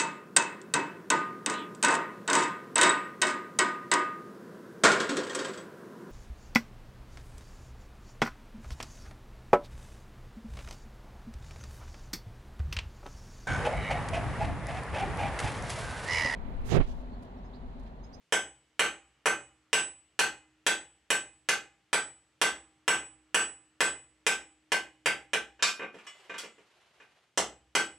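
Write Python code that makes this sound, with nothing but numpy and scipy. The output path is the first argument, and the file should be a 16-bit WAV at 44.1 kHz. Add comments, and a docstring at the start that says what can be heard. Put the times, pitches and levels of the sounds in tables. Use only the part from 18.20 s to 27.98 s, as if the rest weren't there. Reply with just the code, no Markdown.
"""A small forge: a smith hammers a hot steel bar on an anvil, lays the hammer down, turns the bar, strikes twice more.
Contacts are a clean push plus scale crackle, convolved with one wall response.
Anvil, hammer head and bar ring as sums of decaying, wavering modes.
The bar's scrapes and the background are shaped noise; a gain control flattens the front of each blow."""
import sys
import numpy as np
from scipy import signal
from scipy.fft import rfft, irfft, next_fast_len
from scipy.io import wavfile
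from scipy.ndimage import uniform_filter1d, minimum_filter1d, map_coordinates

SR = 44100
rng = np.random.default_rng(int(sys.argv[2]) if len(sys.argv) > 2 else 0)


def inscribe(sig):
    """Save sig as 16-bit PCM at rate SR to the path in sys.argv[1].

    A 1-D sig is mono; a 2-D sig holds one channel per row.
    Samples are clipped to [-1, 1] before scaling.
    """
    pcm = np.round(np.clip(np.atleast_2d(sig).T, -1, 1) * 32767)
    wavfile.write(sys.argv[1], SR, pcm.astype(np.int16))


N = 431298
SIZE = 32768  # contact and wall response [samples]
TOP_HZ = 15900
COOLING_DB_PER_S = 0.73  # the steel hardens as it cools: bar and hammer ring more
WANDER_DB_PER_S = 1.5  # the blows wander along the face: the side notes fade
THUD_DB_PER_HARDNESS_DB, FIZZ_DB_PER_HARDNESS_DB = .4, 1.3  # bass lost, fizz gained

# All table levels are relative.
# Blows on the flat-lying bar: (time [s], force [dB], hardness [dB], anvil's main high note [dB])
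BLOWS = [(0.1239, -7, -2, 1.5), (0.5941, -5.5, -.5, -2), (1.0578, -5.5, -1, -2), (1.5301, -6, 0, 7),
         (1.9916, -5.5, 2.5, -2.5), (2.4656, -6, .5, 2), (2.9037, -8, 1, 4), (3.2885, -9, 2, -7),
         (3.73, -8, -0.5, 5.5), (4.2154, -4.5, 1, -0.5), (4.6793, -4.5, -0.5, 6.5), (5.145, -5, -0.5, 7.5),
         (5.6058, -6, -0.5, 6), (6.0659, -6.5, 1.5, 2), (6.5195, -9, -1, -10), (6.8591, -8.5, -0.5, -11.5),
         (7.1334, -12, -3.5, -23.5), (9.5518, -5.5, -1.5, -1.5)]
# Hammer head laid on the anvil, rocking, tipped up, lifted: (time [s], force [dB], hardness [dB])
HAMMER_KNOCKS = [(7.393, -37, -11), (7.4249, -6, 7), (7.595, -25, -22), (7.621, -22.5, -21.5),
                 (8.096, -25.5, -13), (8.14, -27, -10.5), (8.801, -40.5, -11)]
# Bar shifted, lifted, turned, set down: (time [s], force [dB], hardness [dB], thud [dB], ring [dB])
BAR_KNOCKS = [(7.743, -40, -5.5, 14, -20), (7.785, -39, -8, -6, -15), (7.867, -34.5, -1, -9, 7),
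              (8.182, -29, 7.5, -1, -4.5), (8.235, -33.5, -2.5, 7.5, -6), (8.382, -47.5, -8, 8.5, -10)]
# Bar dragged over loose scale: (start [s], length [s], level [dB])
DRAGS = [(7.72, .52, -63), (8.256, 0.87, -69)]

# Anvil on its stand, modes: (frequency [Hz], level [dB], t60 [s], swell [s])
ANVIL_MODES = [(61.5, -50, 0.98, .05), (76, -57.5, 1.1, 0.06), (126, -52.5, .9, 0.027),
               (147, -38.5, 0.29, 0.0029), (210, -37.5, 0.13, 0.0017), (311, -60.5, 4.5, .01),
               (329, -32, 0.4, 0.041), (441, -23.5, 0.25, 0.0019), (476, -24.5, .18, 0.0018),
               (578, -30, 0.32, 0.0033), (796, -36.5, 0.51, 0.0039), (779, -29, 0.32, 0.002),
               (836, -29, 0.35, 0.0027), (1315, -27, 0.12, 0.0045), (1716, -29, 0.31, 0.0045),
               (1908, -29, 0.29, 0.0026), (2026, -21.5, .22, 0.0014), (2503, -31, 0.38, 0.0055),
               (2940, -27, 0.18, 0.0071), (3290, -28, 0.26, 0.0045), (3590, -32.5, 0.2, 0.0043),
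               (4230, -39, 0.16, .004), (5500, -33, 0.18, 0.0032), (7380, -36, 0.33, 0.0014),
               (7900, -48.5, 0.38, .004), (9260, -24.5, 0.16, 0.00063), (9420, -29.5, 0.15, 0.00067),
               (12400, -46, .2, .002), (12946, -54.5, .25, .004)]
# Anvil, strongest bending modes: (frequency [Hz], level [dB], t60 [s], swell [s])
CLANG_MODES = [(1546, -6.5, 0.2, 0.034), (1581, -20, 0.24, 0.025)]
# Anvil, high lasting notes: (frequency [Hz], level [dB], t60 [s], swell [s])
SING_MODES = [(6290, -33, 0.28, 0.012), (7938, -22.5, 0.41, .004), (9330, -25.5, 0.2, 0.00064),
              (11020, -35, 0.22, 0.0059), (10900, -46.5, 0.21, .004)]
# Hammer head, modes: (frequency [Hz], level [dB], t60 [s], swell [s])
HAMMER_MODES = [(1175, -26.5, 0.28, .006), (1540, -25.5, 0.12, .006), (1560, -21.5, .3, 0.0042),
                (2444, -22.5, 0.31, 0.0026), (3715, -22, 0.3, .004), (4066, -32.5, .2, .004),
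                (5560, -31, .34, .004), (6150, -32, 0.25, .004), (7530, -26, 0.15, .002),
                (7666, -29, 0.31, 0.0023), (10930, -29.5, 0.3, 0.0022), (12600, -41, .28, .002)]
# Bar and its forged loop, modes: (frequency [Hz], level [dB], t60 [s], swell [s])
BAR_MODES = [(1220, -28.5, 0.28, .003), (2044, -23, 0.45, .003), (2950, -25, 0.46, .003),
             (3315, -20.5, 0.23, .002), (3400, -25.5, 0.33, .002), (5560, -25.5, 0.23, .002),
             (6200, -32.5, 0.17, 0.0017), (7120, -34, 0.53, .002), (8037, -27.5, 0.47, .002)]

# Spectrum of one contact: (frequency [Hz], density [dB per Hz])
CONTACT_SPECTRUM = [(30, -35), (100, -24), (150, -15.5), (300, -4.5), (450, -0.5), (700, -3.5), (1400, 0),
                    (3100, 0), (3700, -8), (7800, -10.5), (9800, -15.5), (11500, -24.5), (14000, -31),
                    (16000, -44)]
# Colour of the blow that beats the bar down onto the face: (frequency [Hz], level [dB])
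FLATTENING_COLOUR = [(70, 12), (250, 4.5), (700, 7), (1500, -0.5), (2900, -0.5), (4500, 6), (7500, 10),
                     (10000, 2.5)]
# The hot steel damps the head's low modes during a blow: (frequency [Hz], level [dB])
HEAD_DAMPING = [(4200, -10), (5400, 3), (7000, -4), (11000, -3)]
# Decay of the wall echoes: (frequency [Hz], t60 [s])
WALL_DECAY = [(80, 0.37), (300, 0.29), (1000, 0.25), (3000, .25), (6000, .22), (12000, 0.19)]
# Stereo width: (frequency [Hz], side level [dB])
WIDTH = [(100, -19), (300, -20), (700, -13), (1400, -10.5), (2800, -8), (7000, -4.5), (12000, -7.5)]
# Spectrum of the scrape: (frequency [Hz], density [dB per Hz])
GRIT_SPECTRUM = [(180, -55), (300, -33), (359, 1), (467, -7.5), (597, -1.5), (801, -3), (2920, -5.5),
                 (11400, -26.5), (15000, -49)]
# Spectrum of the background: (frequency [Hz], density [dB per Hz])
AIR_SPECTRUM = [(25, -24.5), (45, -16), (62, 2), (90, -7), (120, 2), (200, -2.5), (400, -5.5), (1000, -10),
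                (3000, -8), (4000, -13.5), (8000, -18.5), (11000, -27.5), (16000, -45)]


def amp(db):
    """Decibels to gain."""
    return 10 ** (np.asarray(db) / 20)


def unit(x):
    """x at rms 1."""
    return x / np.sqrt(np.mean(x ** 2) + 1e-20)


def along(points, hz):
    """(frequency [Hz], value) points interpolated on a log frequency axis."""
    point_hz, value = np.transpose(points)
    return np.interp(np.log(hz + 1), np.log(point_hz + 1), value)


def add(track, s, sound):
    """Mix a sound into the track from time s."""
    part = track[:, round(s * SR):][:, :sound.shape[-1]]
    part += sound[..., :part.shape[1]]


def wobble(rate_hz, size):
    """Smooth random curve with rate_hz knots a second."""
    knots = rng.standard_normal(int(size * rate_hz / SR) + 4)
    return map_coordinates(knots, [np.arange(size) * rate_hz / SR])


def filtered(x, response):
    """x filtered by a response given as a function of frequency."""
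    size = x.shape[-1]
    padded = next_fast_len(size + SIZE // 4)
    spectrum = rfft(x, padded) * response(np.fft.rfftfreq(padded, 1 / SR))
    return irfft(spectrum, padded)[..., :size]


def causal(gain):
    """Minimum-phase response with this gain, by folding the cepstrum."""
    cepstrum = irfft(np.log(gain))
    fold = np.r_[1, np.full(SIZE // 2 - 1, 2), np.zeros(SIZE // 2)]
    return np.exp(rfft(cepstrum * fold))


def diffuse(size):
    """Stereo white noise: near mono in the bass, wider in the treble."""
    mid, side = rng.standard_normal((2, size))
    side = filtered(side, lambda hz: amp(along(WIDTH, hz)))
    return np.array([mid + side, mid - side])


def air(air_db=-75, drift_db=0.5):
    """Quiet background of the shop: shaped noise with a slight level drift."""
    noise = unit(filtered(diffuse(N), lambda hz: amp(along(AIR_SPECTRUM, hz))))
    return noise * amp(air_db + drift_db * wobble(3.6, N))


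def sliding(slide_db=2, grain_db=2):
    """Bar on loose scale: faint uneven noise that swells and fades with each drag."""
    t = np.arange(N) / SR
    level = np.zeros(N)
    for start_s, length_s, db in DRAGS:
        progress = np.clip((t - start_s) / length_s, 0, 1)
        level += amp(db) * np.sqrt(np.abs(np.sin(np.pi * progress)))
    grit = unit(filtered(diffuse(N), lambda hz: amp(along(GRIT_SPECTRUM, hz))))
    return grit * level * amp(slide_db + grain_db * wobble(70, N))


def workshop(direct_db=-13, linger_db=-54, linger_t60_s=4.2):
    """Wall response: direct sound, dense noise echoes decaying per band, a faint slow tail."""
    hz, t, noise = signal.stft(diffuse(SIZE), SR, nperseg=256)
    hz = hz[:, None]
    walls = amp(-60 * t / along(WALL_DECAY, hz))
    linger = amp(linger_db - 60 * t / linger_t60_s) / (1 + (hz / 3200) ** 4)
    path = signal.istft(noise * (walls + linger), SR, nperseg=256)[1][:, :SIZE]
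    path *= 1 - np.exp(-np.arange(SIZE) / SR / 0.001)  # echoes build up over about 1 ms
    path /= np.linalg.norm(path[0])
    path[:, 0] -= amp(direct_db)
    return rfft(path)


def contact(path, colour, crush_t60_s, crush_hz, crush_share=.45):
    """One contact: a clean push, joined above crush_hz by the random crackle of crushed scale."""
    hz, t = np.fft.rfftfreq(SIZE, 1 / SR), np.arange(SIZE) / SR
    crackle = rng.standard_normal(SIZE) * amp(-60 * t / crush_t60_s)
    crackle /= np.linalg.norm(crackle)
    share = crush_share * hz ** 2 / (hz ** 2 + crush_hz ** 2)  # crackle's share of the energy
    push = causal(np.sqrt(1 - share))
    force = push + causal(np.sqrt(share + 1e-6)) * rfft(crackle)
    spectrum = causal(amp(along(CONTACT_SPECTRUM, hz) + along(colour, hz)))
    return irfft(path * force * spectrum) * np.minimum(1, 10 * (t[-1] - t))  # 0.1 s fade-out


def ring(modes, colour, scatter_db, waver):
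    """Modes at random strengths; echoes make each swell and waver differently in the two channels."""
    out = np.zeros((2, 2 * SR))
    for hz, db, t60_s, swell_s in modes:
        t = np.arange(min(int(1.3 * t60_s * SR), 2 * SR)) / SR
        strength_db = db + along(colour, hz) + scatter_db * rng.standard_normal()
        level = amp(strength_db - 60 * t / t60_s) * (1 - np.exp(-(t / swell_s) ** 2))
        phase = 2 * np.pi * (hz * t + rng.random())
        # a lasting mode is a narrow line, so it wavers slowly
        knots_s = np.arange(20) * t60_s / 14
        curves = rng.standard_normal((3, len(knots_s)))
        flutter, drift, spread = (np.interp(t, knots_s, row) for row in curves)
        mid = (1 + waver * flutter) * np.sin(phase) + waver * drift * np.cos(phase)
        side = amp(along(WIDTH, hz)) * (np.cos(phase) + spread * np.sin(phase)) / np.sqrt(2)
        out[:, :len(t)] += level * np.array([mid + side, mid - side])
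    return out


def touch(hardness_db, thud_db, treble_db, fizz_db):
    """Contact colour (frequency [Hz], level [dB]): a harder, shorter one is brighter and thuds less."""
    thud = thud_db - THUD_DB_PER_HARDNESS_DB * hardness_db
    treble = treble_db + hardness_db
    fizz = fizz_db + FIZZ_DB_PER_HARDNESS_DB * hardness_db
    return [(450, thud), (1200, 0), (2600, 0), (4500, treble), (7500, treble), (10000, fizz)]


def singing(s, main_db, low_db=10, middle_db=0, high_db=6.5):
    """High-note strengths (frequency [Hz], level [dB]): the main one depends on the landing spot."""
    fade_db = WANDER_DB_PER_S * s
    return [(6300, low_db - fade_db), (7600, main_db), (8300, main_db),
            (9300, middle_db), (10800, high_db - fade_db)]


def handling(path, hammer_contact_db=25, head_db=4, head_treble_db=-8, bar_contact_db=26):
    """Hammer laid down and rocking, bar turned and set down: contacts with long crackle, plus rings."""
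    out = np.zeros((2, N))
    crush = dict(crush_t60_s=0.11, crush_hz=900)
    for s, force_db, hardness_db in HAMMER_KNOCKS:
        colour = touch(hardness_db, thud_db=-3, treble_db=0, fizz_db=-12.5)
        head_colour = touch(hardness_db, thud_db=-2, treble_db=head_treble_db, fizz_db=head_treble_db - 6)
        add(out, s, amp(force_db + hammer_contact_db) * contact(path, colour, **crush))
        add(out, s, amp(force_db + head_db) * ring(HAMMER_MODES, head_colour, scatter_db=1, waver=.4))
    for s, force_db, hardness_db, thud_db, ring_db in BAR_KNOCKS:
        colour = touch(hardness_db, thud_db, treble_db=0, fizz_db=-1.5)
        add(out, s, amp(force_db + bar_contact_db) * contact(path, colour, **crush))
        add(out, s, amp(force_db + ring_db) * ring(BAR_MODES, colour, scatter_db=2, waver=.4))
    return out


def flattening(path, s=9.1754, contact_db=13, body_db=-18, sing_db=-15):
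    """First blow after the turn beats the bar down onto the face: thud and crack, no clang."""
    out = np.zeros((2, N))
    add(out, s, amp(contact_db) * contact(path, FLATTENING_COLOUR, crush_t60_s=0.018, crush_hz=2270))
    add(out, s, amp(body_db) * ring(ANVIL_MODES, FLATTENING_COLOUR, scatter_db=2, waver=.4))
    add(out, s, amp(sing_db) * ring(SING_MODES, singing(s, main_db=0), scatter_db=1, waver=.2))
    return out


def hammering(path, contact_db=26, body_db=-2, clang_db=2, sing_db=-1, bar_db=-19, head_db=-15):
    """Blows on the hot bar: contact plus anvil, bar and head modes; the landing spot sets the singing."""
    out = np.zeros((2, N))
    even = [(1000, 0)]  # flat colour
    for s, force_db, hardness_db, main_db in BLOWS:
        colour = touch(hardness_db, thud_db=-1.78, treble_db=-0.2, fizz_db=0.4)
        steel_db = force_db + COOLING_DB_PER_S * s
        notes = singing(s, main_db)
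        add(out, s, amp(force_db + contact_db) * contact(path, colour, crush_t60_s=0.018, crush_hz=2220))
        add(out, s, amp(force_db + body_db) * ring(ANVIL_MODES, colour, scatter_db=2, waver=.4))
        add(out, s, amp(force_db + clang_db) * ring(CLANG_MODES, even, scatter_db=.5, waver=.15))
        add(out, s, amp(force_db + sing_db) * ring(SING_MODES, notes, scatter_db=1, waver=.2))
        add(out, s, amp(steel_db + bar_db) * ring(BAR_MODES, even, scatter_db=3, waver=.4))
        add(out, s, amp(steel_db + head_db) * ring(HAMMER_MODES, HEAD_DAMPING, scatter_db=2, waver=.4))
    return out


def scene():
    """Contacts share one wall response; the work sits slightly right over the background."""
    path = workshop()
    pan = amp([[-.25], [.25]])
    work = sliding() + handling(path) + flattening(path) + hammering(path)
    return air() + work * pan


def record(dry, threshold_db=-22):
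    """Gain control ducks at once on loud sound, holds 25 ms, recovers quickly; then the band limit."""
    power = np.abs(uniform_filter1d(np.mean(dry ** 2, axis=0), size=130))
    level_db = 10 * np.log10(power + 1e-12)
    needed_db = -.75 * np.maximum(level_db - threshold_db, 0)  # 4:1
    held_db = minimum_filter1d(needed_db, size=1101, origin=550)  # window reaches back only
    gain = amp(uniform_filter1d(held_db, size=60))
    return filtered(dry * gain, lambda hz: hz < TOP_HZ)


dry = scene()
out = record(dry)
inscribe(out)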